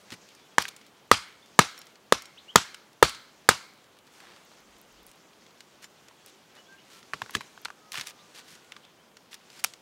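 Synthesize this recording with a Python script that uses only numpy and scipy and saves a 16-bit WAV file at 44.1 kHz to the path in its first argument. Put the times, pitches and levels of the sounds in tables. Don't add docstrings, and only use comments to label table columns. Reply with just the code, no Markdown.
import sys
import numpy as np
from scipy import signal
from scipy.fft import rfft, irfft, next_fast_len
from scipy.io import wavfile
from scipy.ndimage import uniform_filter1d

SR = 44100
rng = np.random.default_rng(int(sys.argv[2]) if len(sys.argv) > 2 else 0)


def ratio_of_db(decibels):
    return 10 ** (np.asarray(decibels, float) / 20)


def master(y):
    cut = np.clip(np.atleast_2d(y).T, -1, 1)
    pcm = np.round(cut * 32767)
    wavfile.write(sys.argv[1], SR, pcm.astype(np.int16))


N = 432621

# start in seconds, knock peak in dB, bite time constant in ms,
# thud peak over the knock in dB, crack peak over the knock in dB.
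CHOP_BLOWS = [(.582, 1.5, 3.2, -14.5, -8.5), (1.114, 8.5, 3, -10, -9.5), (1.59, 8.5, 3.8, -4.5, -7.5),
              (2.123, 1, 2.3, -3.5, -3.5), (2.557, 8, 3.7, -7, -3), (3.026, 9.5, 3, -0.5, -6),
              (3.489, 7, 1.8, -8, -0.5)]
# centre in Hz, width in Hz, relative level in dB.
THUD_MODES = [(104, 41, -12.5), (175, 96, -1.5), (477, 230, 6)]
# centre in Hz, width in Hz, relative level in dB.
KNOCK_MODES = [(900, 350, -4.5), (1263, 150, 2), (1554, 370, 2.5), (1875, 980, -0.5), (2540, 680, -8),
               (3300, 590, -10)]
# frequency in Hz, relative density in dB per Hz.
CRACK_SPECTRUM = [(1180, -38.5), (2000, -1.5), (2720, -11), (3430, 2.5), (5470, -4), (7200, 1),
                  (7720, -2.5), (15200, -22), (16500, -31)]
FIRST_TOUCH = 2.5

# frequency in Hz, relative level in dB, free t60 in seconds.
BLADE_MODES = [(2250, -1, 0.083), (3950, 0, 0.15), (5520, -1.5, 0.23), (7150, -1.5, 0.23)]
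BLADE_DB, BLADE_FREE = -39, .9
# start in seconds, level in dB, factor on the free t60,
# favoured mode in Hz.
STEEL_PINGS = [(1.778, -47.5, 0.85, 5520), (2.257, -49, .4, 5520), (5.843, -46.5, 0.32, 5520),
               (5.846, -49, 0.35, 7150), (7.353, -48, 2.2, 3950)]

# frequency in Hz, t60 in seconds.
TRUNK_DECAY = [(60, .16), (300, 0.12), (1000, 0.15), (2000, 0.15), (5000, 0.25), (7000, .3), (9500, .3),
               (15000, .15)]
# delay in seconds, lift in dB.
TRUNK_ECHOES = [(.026, 3.5), (0.061, 2.5), (.13, 2), (0.202, 3.5)]
# frequency in Hz, level at zero delay in dB.
DEEP_WASH = [(300, -40.5), (1000, -11), (1600, -13.5), (2200, -12), (4500, -21.5), (9000, -40.5)]
DEEP_T60_S, UNEVEN_DB = 0.39, 1.4
# frequency in Hz, gain in dB.
ECHO_COLOUR = [(35, -27), (60, 5.5), (422, -2.5), (559, -4), (1300, 1), (1940, -6), (2240, -4), (2700, -4),
               (4750, -5), (15000, -28.5), (16500, -46.5)]
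ECHO_DB = -22
# centre in Hz, width in Hz,
# mean relative level in dB.
LINGER_BANDS = [(1330, 250, -1), (1700, 250, -1.5), (2170, 220, -1), (3240, 350, -6), (4220, 520, -5.5)]
LINGER_DB, LINGER_T60_S, LINGER_RISE_S, LINGER_SCATTER_DB = -42, 0.56, .07, 2

# start in seconds, scratch peak in dB,
# ring peak over the scratch in dB, pitch of the piece in Hz.
CONTACT_TAPS = [(.1042, -31.5, -23, 1430), (.2887, -40.5, -32, 1840), (.3496, -41.5, -21, 2700),
                (.6529, -36, 15, 1570), (.6810, -29, -16, 1930), (.7637, -37, -16, 2580),
                (.8131, -43, -7, 1500), (.8649, -45.5, -12, 2500), (1.7778, -40.5, -2, 1900),
                (1.8153, -35, -17, 1670), (1.868, -43, -17, 2100), (1.956, -41.5, -19, 1430),
                (2.2204, -33, -20, 2720), (2.2555, -36, -17, 2250), (2.7447, -29, -10, 1530),
                (3.0944, -25, -12, 1880), (3.1473, -34, -10, 1510), (4.2024, -44, 5, 2000),
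                (4.3625, -44, -9, 1630), (4.515, -52, 7, 760), (5.1144, -42, -12, 2700),
                (5.4643, -44, -17, 1450), (5.6054, -36.5, -11.5, 1700), (5.8433, -37, -8, 1590),
                (6.0838, -41.5, -14, 1650), (6.1106, -53.5, 8, 690), (6.2609, -38.5, -24, 2800),
                (7.0282, -40, -8, 1400), (7.1345, -25.5, 10.5, 1140), (7.1402, -29.5, 1, 1390),
                (7.218, -26.5, 9, 1106), (7.2609, -41, 3, 1090), (7.2944, -54, 19, 1090),
                (7.3072, -36, -15, 2010), (7.338, -40, 2, 1750), (7.3506, -13.5, -1, 1710),
                (7.3676, -36, 7, 2000), (7.4075, -34.5, 5, 1130), (7.414, -44.5, 10, 2400),
                (7.5761, -50, 15, 1160), (7.6492, -23.5, -13, 1700), (7.6544, -23.5, -1, 970),
                (7.6831, -40, 7, 1060), (7.7027, -38, 10, 1180), (7.9195, -26, -4, 2200),
                (7.9307, -32, -10, 1900), (7.9423, -30, 2, 1060), (7.9555, -31.5, 8.5, 1860),
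                (7.9745, -38, 14, 1980), (7.9816, -32.5, 10, 1800), (7.9962, -30, -2, 1600),
                (8.0105, -19, -14, 1700), (8.0702, -25.5, -16, 2220), (8.3479, -43, -19, 1450),
                (8.3914, -36.5, -20, 1310), (8.552, -41, -3, 1870), (8.7202, -28, -22, 1200),
                (8.765, -32, -8, 1190), (8.8496, -42, -17, 1450), (9.1689, -37, -20, 1400),
                (9.3297, -32, -27.5, 1070), (9.3423, -28.5, -19.5, 2240), (9.5014, -39, -12, 1700),
                (9.6053, -54, -1, 1500), (9.6455, -22.5, 2.5, 1380), (9.7364, -34, -20, 1750)]
SCRATCH_OVER_RING, SCRATCH_TOP_OVER_RING = 2.48, 5.3
SCRATCH_T60_S, RING_T60_S = .03, .026
FAINT_PER_S, FAINT_DB, FAINT_SPREAD_DB = 5, -51.5, 4
# start in seconds, peak in dB.
BARK_TICKS = [(1.285, -55), (1.71, -49), (1.778, -41.5), (1.79, -35), (1.857, -48), (4.452, -48),
              (4.605, -53.5), (4.785, -49), (4.815, -39), (3.775, -56), (4.926, -54), (5.031, -44),
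              (5.066, -34), (5.157, -50), (6.262, -36), (7.308, -38), (7.337, -40), (7.617, -41),
              (7.9186, -41), (7.9307, -36), (7.9423, -34), (8.08, -44), (8.098, -41), (9.335, -45)]
# start in seconds, peak in dB.
SOIL_THUMPS = [(0.12, -38.5), (7.136, -41.5), (7.219, -44), (7.351, -29), (7.655, -55), (7.979, -41.5),
               (8.521, -53), (8.766, -56), (9.643, -49)]

# one crack's level in dB, on top of SNAP_DB.
SNAP_CRACKS = [-2.5, -2.5, -0.5, -12]
SNAP_S, SNAP_GAP_S, SNAP_T60_S = 9.640, 0.0026, 0.0079
SNAP_DB, SNAP_ECHO_DB = -8.5, -23.5

# start in seconds, length in seconds,
# rms level ahead of the swell in dB, centre in Hz.
LITTER_SCRAPES = [(0.104, .053, -43, 2560), (.616, 0.013, -31.5, 6000), (0.679, 0.017, -40, 5000),
                  (9.588, .022, -47.5, 6000), (4.098, 0.17, -60, 4500), (4.148, 0.29, -55.5, 1000),
                  (5.056, 0.06, -59, 7500), (5.817, 0.044, -48, 3500), (6.26, 0.052, -55.5, 5070),
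                  (6.534, 0.082, -55.5, 1100), (6.869, 0.16, -54, 4030), (7.331, 0.05, -42, 3430),
                  (7.915, 0.14, -39.5, 2700), (8.047, .077, -44.5, 4100), (8.334, 0.09, -48, 3220),
                  (8.441, 0.15, -53, 4450), (9.306, 0.055, -48.5, 3540), (9.494, 0.15, -54.5, 3970)]
# frequency in Hz, relative density in dB per Hz.
LEAF_SPECTRUM = [(470, -37), (800, -8.5), (1250, -6.5), (1490, -1.5), (1630, -3.5), (2380, -2.5),
                 (6460, -5.5), (15100, -26.5), (16500, -34.5)]
# time in seconds, leaf crackle rms in dB.
STIR_LEVEL = [(0, -59), (.95, -64), (1.3, -65), (1.77, -58.5), (2.0, -65), (2.7, -60), (2.9, -65),
              (3.651, -62), (4.02, -66), (4.2, -60), (5.501, -63.5), (6.67, -62), (7.0, -61.5), (7.32, -54),
              (7.7, -62.5), (8.4, -58.5), (9.2, -67), (9.55, -58.5), (9.81, -64)]
# frequency in Hz, relative density in dB per Hz.
SHUFFLE_SPECTRUM = [(60, -23.5), (150, -2.0), (400, 0.5), (1100, -4.5), (2200, -14.5), (5000, -51.0)]
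SHUFFLE_DB, SHUFFLE_FOLLOWS = -61, .3

# centre in seconds, Gaussian half-length in seconds,
# rms at the centre in dB.
BREEZE_PUFFS = [(4.7, .12, -71), (5.0, 0.11, -67)]
# frequency in Hz, relative density in dB per Hz.
BREEZE_SPECTRUM = [(10, -20), (30, -3), (60, -5), (150, -50)]
# start in seconds, length in seconds, start pitch in Hz,
# end pitch in Hz, mean level in dB.
FAR_CHIRPS = [(.36, .05, 2450, 2250, -66), (.51, .025, 3400, 3280, -64), (8.98, 0.044, 2900, 3300, -64),
              (.41, .04, 3370, 3530, -64), (.445, .023, 2980, 3020, -61), (1.42, 0.018, 3300, 3730, -57),
              (2.372, .025, 2440, 4420, -47.5), (2.48, .033, 2700, 3360, -44.5),
              (4.96, .059, 2494, 4030, -61.5), (6.57, 0.047, 2920, 2980, -58),
              (6.65, 0.046, 3180, 3560, -61.5), (6.775, 0.031, 2750, 3100, -57),
              (8.185, 0.032, 3240, 4200, -57), (8.83, .028, 2700, 3970, -55.5),
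              (9.365, .025, 2590, 2943, -69)]
# start in seconds, length in seconds, start pitch in Hz,
# end pitch in Hz, mean level in dB.
FAR_NOTES = [(.16, .23, 1200, 1218, -68), (6.68, 0.093, 1552, 1616, -53.5), (6.9, 0.14, 1328, 1380, -63.5),
             (7.77, .24, 1280, 1230, -64), (8.03, 0.25, 1230, 1180, -60), (8.26, 0.62, 1524, 1400, -68)]
# frequency in Hz, relative density in dB per Hz.
AIR_SPECTRUM = [(15, -56.5), (25, -23.5), (58, -5), (226, 3), (259, -8), (470, -5.5), (854, -20), (979, -4),
                (1830, -15), (3150, -5.5), (5270, -21), (15200, -19), (16500, -20)]
AIR_DB = -66
CLIP = .73


def unit(x):
    return x / np.sqrt(np.mean(x ** 2) + 1e-20)


def peak(x):
    return x / np.max(np.abs(x))


def noise(t):
    return rng.standard_normal(len(t))


def decay(t, t60):
    return ratio_of_db(-60 * t / t60)


def along(points, hz):
    f, v = np.transpose(points)
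    return np.interp(np.log(hz + 1), np.log(f + 1), v)


def filtered(x, response):
    m = next_fast_len(len(x) + 4096)
    return irfft(rfft(x, m) * response(np.fft.rfftfreq(m, 1 / SR)), m)[:len(x)]


def coloured(spectrum, size):
    return unit(filtered(rng.standard_normal(size), lambda hz: ratio_of_db(along(spectrum, hz))))


def modes(table):
    def response(f):
        total = 0
        for k, (centre, width, db) in enumerate(table):
            damping = 1j * f * width
            total = total + (-1) ** k * ratio_of_db(db) * damping / (centre ** 2 - f ** 2 + damping)
        return total
    return response


def broad(hz, spread, top_hz):
    hump = modes([(hz, spread * hz, 0)])
    return lambda f: hump(f) * 1j * f / (600 + 1j * f) / (1 + 1j * f / top_hz) ** 2


def patches(shape, size):
    over_bins = uniform_filter1d(rng.standard_normal(shape), size[0], 0)
    return unit(uniform_filter1d(over_bins, size[1], 1))


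def add(track, s, sound):
    part = track[round(s * SR):][:len(sound)]
    part += sound[:len(part)]


def chops():
    out, t = np.zeros(N), np.arange(SR // 2) / SR
    for s, db, bite_ms, thud_db, crack_db in CHOP_BLOWS:
        sound = blow(t, bite_ms / 1000, thud_db, crack_db)
        sound = sound + linger(t) + ratio_of_db(ECHO_DB) * answer(len(t))
        sound = sound + ratio_of_db(BLADE_DB) * steel(t, BLADE_FREE, BLADE_MODES[0][0])
        add(out, s, ratio_of_db(db) * sound)
    return out


def blow(t, bite_s, thud_db, crack_db):
    bite = (1 - np.exp(-t / .0005)) * np.exp(-(t / bite_s) ** 3)
    touch = FIRST_TOUCH * np.exp(-((t - .0004) / 0.0001) ** 2)
    jerks = (bite + 0.049 * decay(t, 0.089)) * noise(t) + touch
    splinters = (1 - np.exp(-(t / .0015) ** 2)) * (bite + 0.076 * decay(t, 0.049))
    knock = peak(filtered(jerks, modes(KNOCK_MODES)))
    thud = peak(filtered(jerks, modes(THUD_MODES)))
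    crack = peak(splinters * coloured(CRACK_SPECTRUM, len(t)))
    return knock + ratio_of_db(thud_db) * thud + ratio_of_db(crack_db) * crack


def steel(t, free, favoured):
    ring = np.zeros(len(t))
    for hz, db, t60 in BLADE_MODES:
        off_mode_db = 30 * abs(np.log(hz / favoured))
        tone = np.sin(2 * np.pi * hz * t + 6 * rng.random())
        ring += ratio_of_db(db - off_mode_db) * decay(t, free * t60) * tone
    return ring


def linger(t):
    bands = [(hz, width, db + rng.normal(0, LINGER_SCATTER_DB)) for hz, width, db in LINGER_BANDS]
    swell = (1 - np.exp(-t / LINGER_RISE_S)) * decay(t, LINGER_T60_S)
    return ratio_of_db(LINGER_DB) * swell * unit(filtered(noise(t), modes(bands)))


def trunks(size, rise=.004):
    hz, t, z = signal.stft(rng.standard_normal(size), SR, nperseg=256)
    near = decay(t, along(TRUNK_DECAY, hz)[:, None])
    deep = ratio_of_db(along(DEEP_WASH, hz)[:, None]) * decay(t, DEEP_T60_S)
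    echoes_db = sum(db * np.exp(-((t - s) / 0.007) ** 2) for s, db in TRUNK_ECHOES)
    uneven_db = UNEVEN_DB * (patches(z.shape, size=(3, 60)) + .7 * patches(z.shape, size=(10, 4)))
    z = z * ratio_of_db(echoes_db + uneven_db) * (near + deep)
    tail = signal.istft(z, SR, nperseg=256)[1][:size]
    return tail * (1 - np.exp(-(np.arange(size) / SR / rise) ** 2))


def answer(size):
    return filtered(trunks(size), lambda hz: ratio_of_db(along(ECHO_COLOUR, hz)))


def taps():
    out, t = np.zeros(N), np.arange(SR // 6) / SR
    for s, db, ring_db, hz in list(CONTACT_TAPS) + crumbs():
        envelope = (1 - np.exp(-t / 0.0002)) * (decay(t, SCRATCH_T60_S) + 2.7 * decay(t, 0.018))
        top_hz = SCRATCH_TOP_OVER_RING * hz
        hump = broad(SCRATCH_OVER_RING * hz, spread=1.6, top_hz=top_hz)
        wood = modes([(hz, 0.068 * hz, 2), (0.64 * hz, 0.25 * hz, -10), (1.32 * hz, 0.47 * hz, -2)])
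        scratch = peak(filtered(envelope * noise(t), lambda f: hump(f) / (1 + 1j * f / top_hz)))
        rub = envelope * noise(t) * decay(t, RING_T60_S)
        ring = peak(filtered(rub, lambda f: wood(f) / (1 + 1j * f / top_hz)))
        echo = ratio_of_db(max(ring_db, 0) - 26) * peak(answer(len(t)))
        add(out, s, ratio_of_db(db) * (scratch + ratio_of_db(ring_db) * ring + echo))
    return out


def crumbs():
    rows = []
    for when, loud, dull, pitch in rng.random((round(FAINT_PER_S * N / SR), 4)):
        db = FAINT_DB + FAINT_SPREAD_DB * (2 * loud - 1)
        rows.append((when * N / SR, db, -20 * dull, 1000 * 2.8 ** pitch))
    return rows


def pings():
    out, t = np.zeros(N), np.arange(SR // 6) / SR
    for s, db, free, favoured in STEEL_PINGS:
        add(out, s, ratio_of_db(db) * steel(t, free, favoured))
    return out


def ticks():
    out, t = np.zeros(N), np.arange(SR // 6) / SR
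    thin = modes([(12500, 9000, 0)])
    for s, db in BARK_TICKS:
        add(out, s, ratio_of_db(db) * peak(filtered(decay(t, 0.0069) * noise(t), lambda f: thin(f) ** 2)))
    return out


def thumps():
    out, t = np.zeros(N), np.arange(SR // 6) / SR
    soil = modes([(140, 110, 0), (330, 250, -6)])
    for s, db in SOIL_THUMPS:
        burst = decay(t, 0.098) * noise(t)
        add(out, s, ratio_of_db(db) * peak(filtered(burst, lambda f: soil(f) * (1j * f / (70 + 1j * f)) ** 2)))
    return out


def twig():
    out, t = np.zeros(N), np.arange(SR // 20) / SR
    for k, db in enumerate(SNAP_CRACKS):
        burst = decay(t, SNAP_T60_S) * noise(t)
        crack = peak(filtered(burst, broad(5400, spread=2.6, top_hz=14000)))
        add(out, SNAP_S + k * SNAP_GAP_S, ratio_of_db(SNAP_DB + db) * crack)
    echo = peak(filtered(trunks(SR // 4), broad(3800, spread=1.5, top_hz=9000)))
    add(out, SNAP_S, ratio_of_db(SNAP_DB + SNAP_ECHO_DB) * echo)
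    return out


def scrapes():
    out = np.zeros(N)
    for s, length, db, hz in LITTER_SCRAPES:
        u = np.linspace(0, 1, round(length * SR))
        grit = ratio_of_db(2.94 * unit(uniform_filter1d(noise(u), 70)))
        swell = np.sin(np.pi * u ** 0.95).clip(0)
        drag = unit(filtered(grit * noise(u), broad(hz, spread=2.2, top_hz=7200)))
        add(out, s, ratio_of_db(db) * swell * drag)
    return out


def leaves():
    stir_db = np.interp(np.arange(N) / SR, *np.transpose(STIR_LEVEL))
    z = signal.stft(coloured(LEAF_SPECTRUM, N), nperseg=256)[2]
    z = z * ratio_of_db(1.7 * patches(z.shape, size=(14, 14)))
    crackle = unit(signal.istft(z, nperseg=256)[1][:N])
    shuffle_db = SHUFFLE_DB + SHUFFLE_FOLLOWS * (stir_db - stir_db.mean())
    return ratio_of_db(stir_db) * crackle + ratio_of_db(shuffle_db) * coloured(SHUFFLE_SPECTRUM, N)


def breeze():
    t = np.arange(N) / SR
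    swell = sum(ratio_of_db(db) * np.exp(-((t - s) / length) ** 2) for s, length, db in BREEZE_PUFFS)
    return swell * coloured(BREEZE_SPECTRUM, N)


def birds():
    far = whistles(FAR_CHIRPS, waver_db=1.5) + whistles(FAR_NOTES, waver_db=2.2)
    return distant(far, wet_db=-6.5)


def whistles(table, waver_db):
    out = np.zeros(N)
    for s, length, hz, end_hz, db in table:
        u = np.linspace(0, 1, round(length * SR))
        phase = 2 * np.pi * np.cumsum(hz + (end_hz - hz) * u) / SR
        flutter = np.interp(u * length * 30, np.arange(40), rng.standard_normal(40))
        swell = np.sqrt(np.sin(np.pi * u).clip(0))
        add(out, s, ratio_of_db(db + waver_db * flutter) * swell * np.sin(phase))
    return out


def distant(x, wet_db):
    tail = trunks(SR // 3)
    return x + ratio_of_db(wet_db) * signal.fftconvolve(x, tail / np.linalg.norm(tail))[:N]


def air():
    return ratio_of_db(AIR_DB) * coloured(AIR_SPECTRUM, N)


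def scene():
    handling = taps() + pings() + ticks() + thumps() + twig() + scrapes()
    background = leaves() + breeze() + birds() + air()
    return (chops() + handling + background)[None]


def low_pass(x):
    return signal.sosfilt(signal.butter(12, 17110, fs=SR, output="sos"), x)


def record(dry):
    clipped = dry / (1 + np.abs(dry / CLIP) ** 12) ** (1 / 12)

    def coupling(hz):
        bass_cut = 1j * hz / (45 + 1j * hz)
        return bass_cut / (1 + (hz / 15950) ** 150)

    return low_pass(filtered(clipped[0], coupling)[None])


dry = scene()
out = record(dry)
master(out)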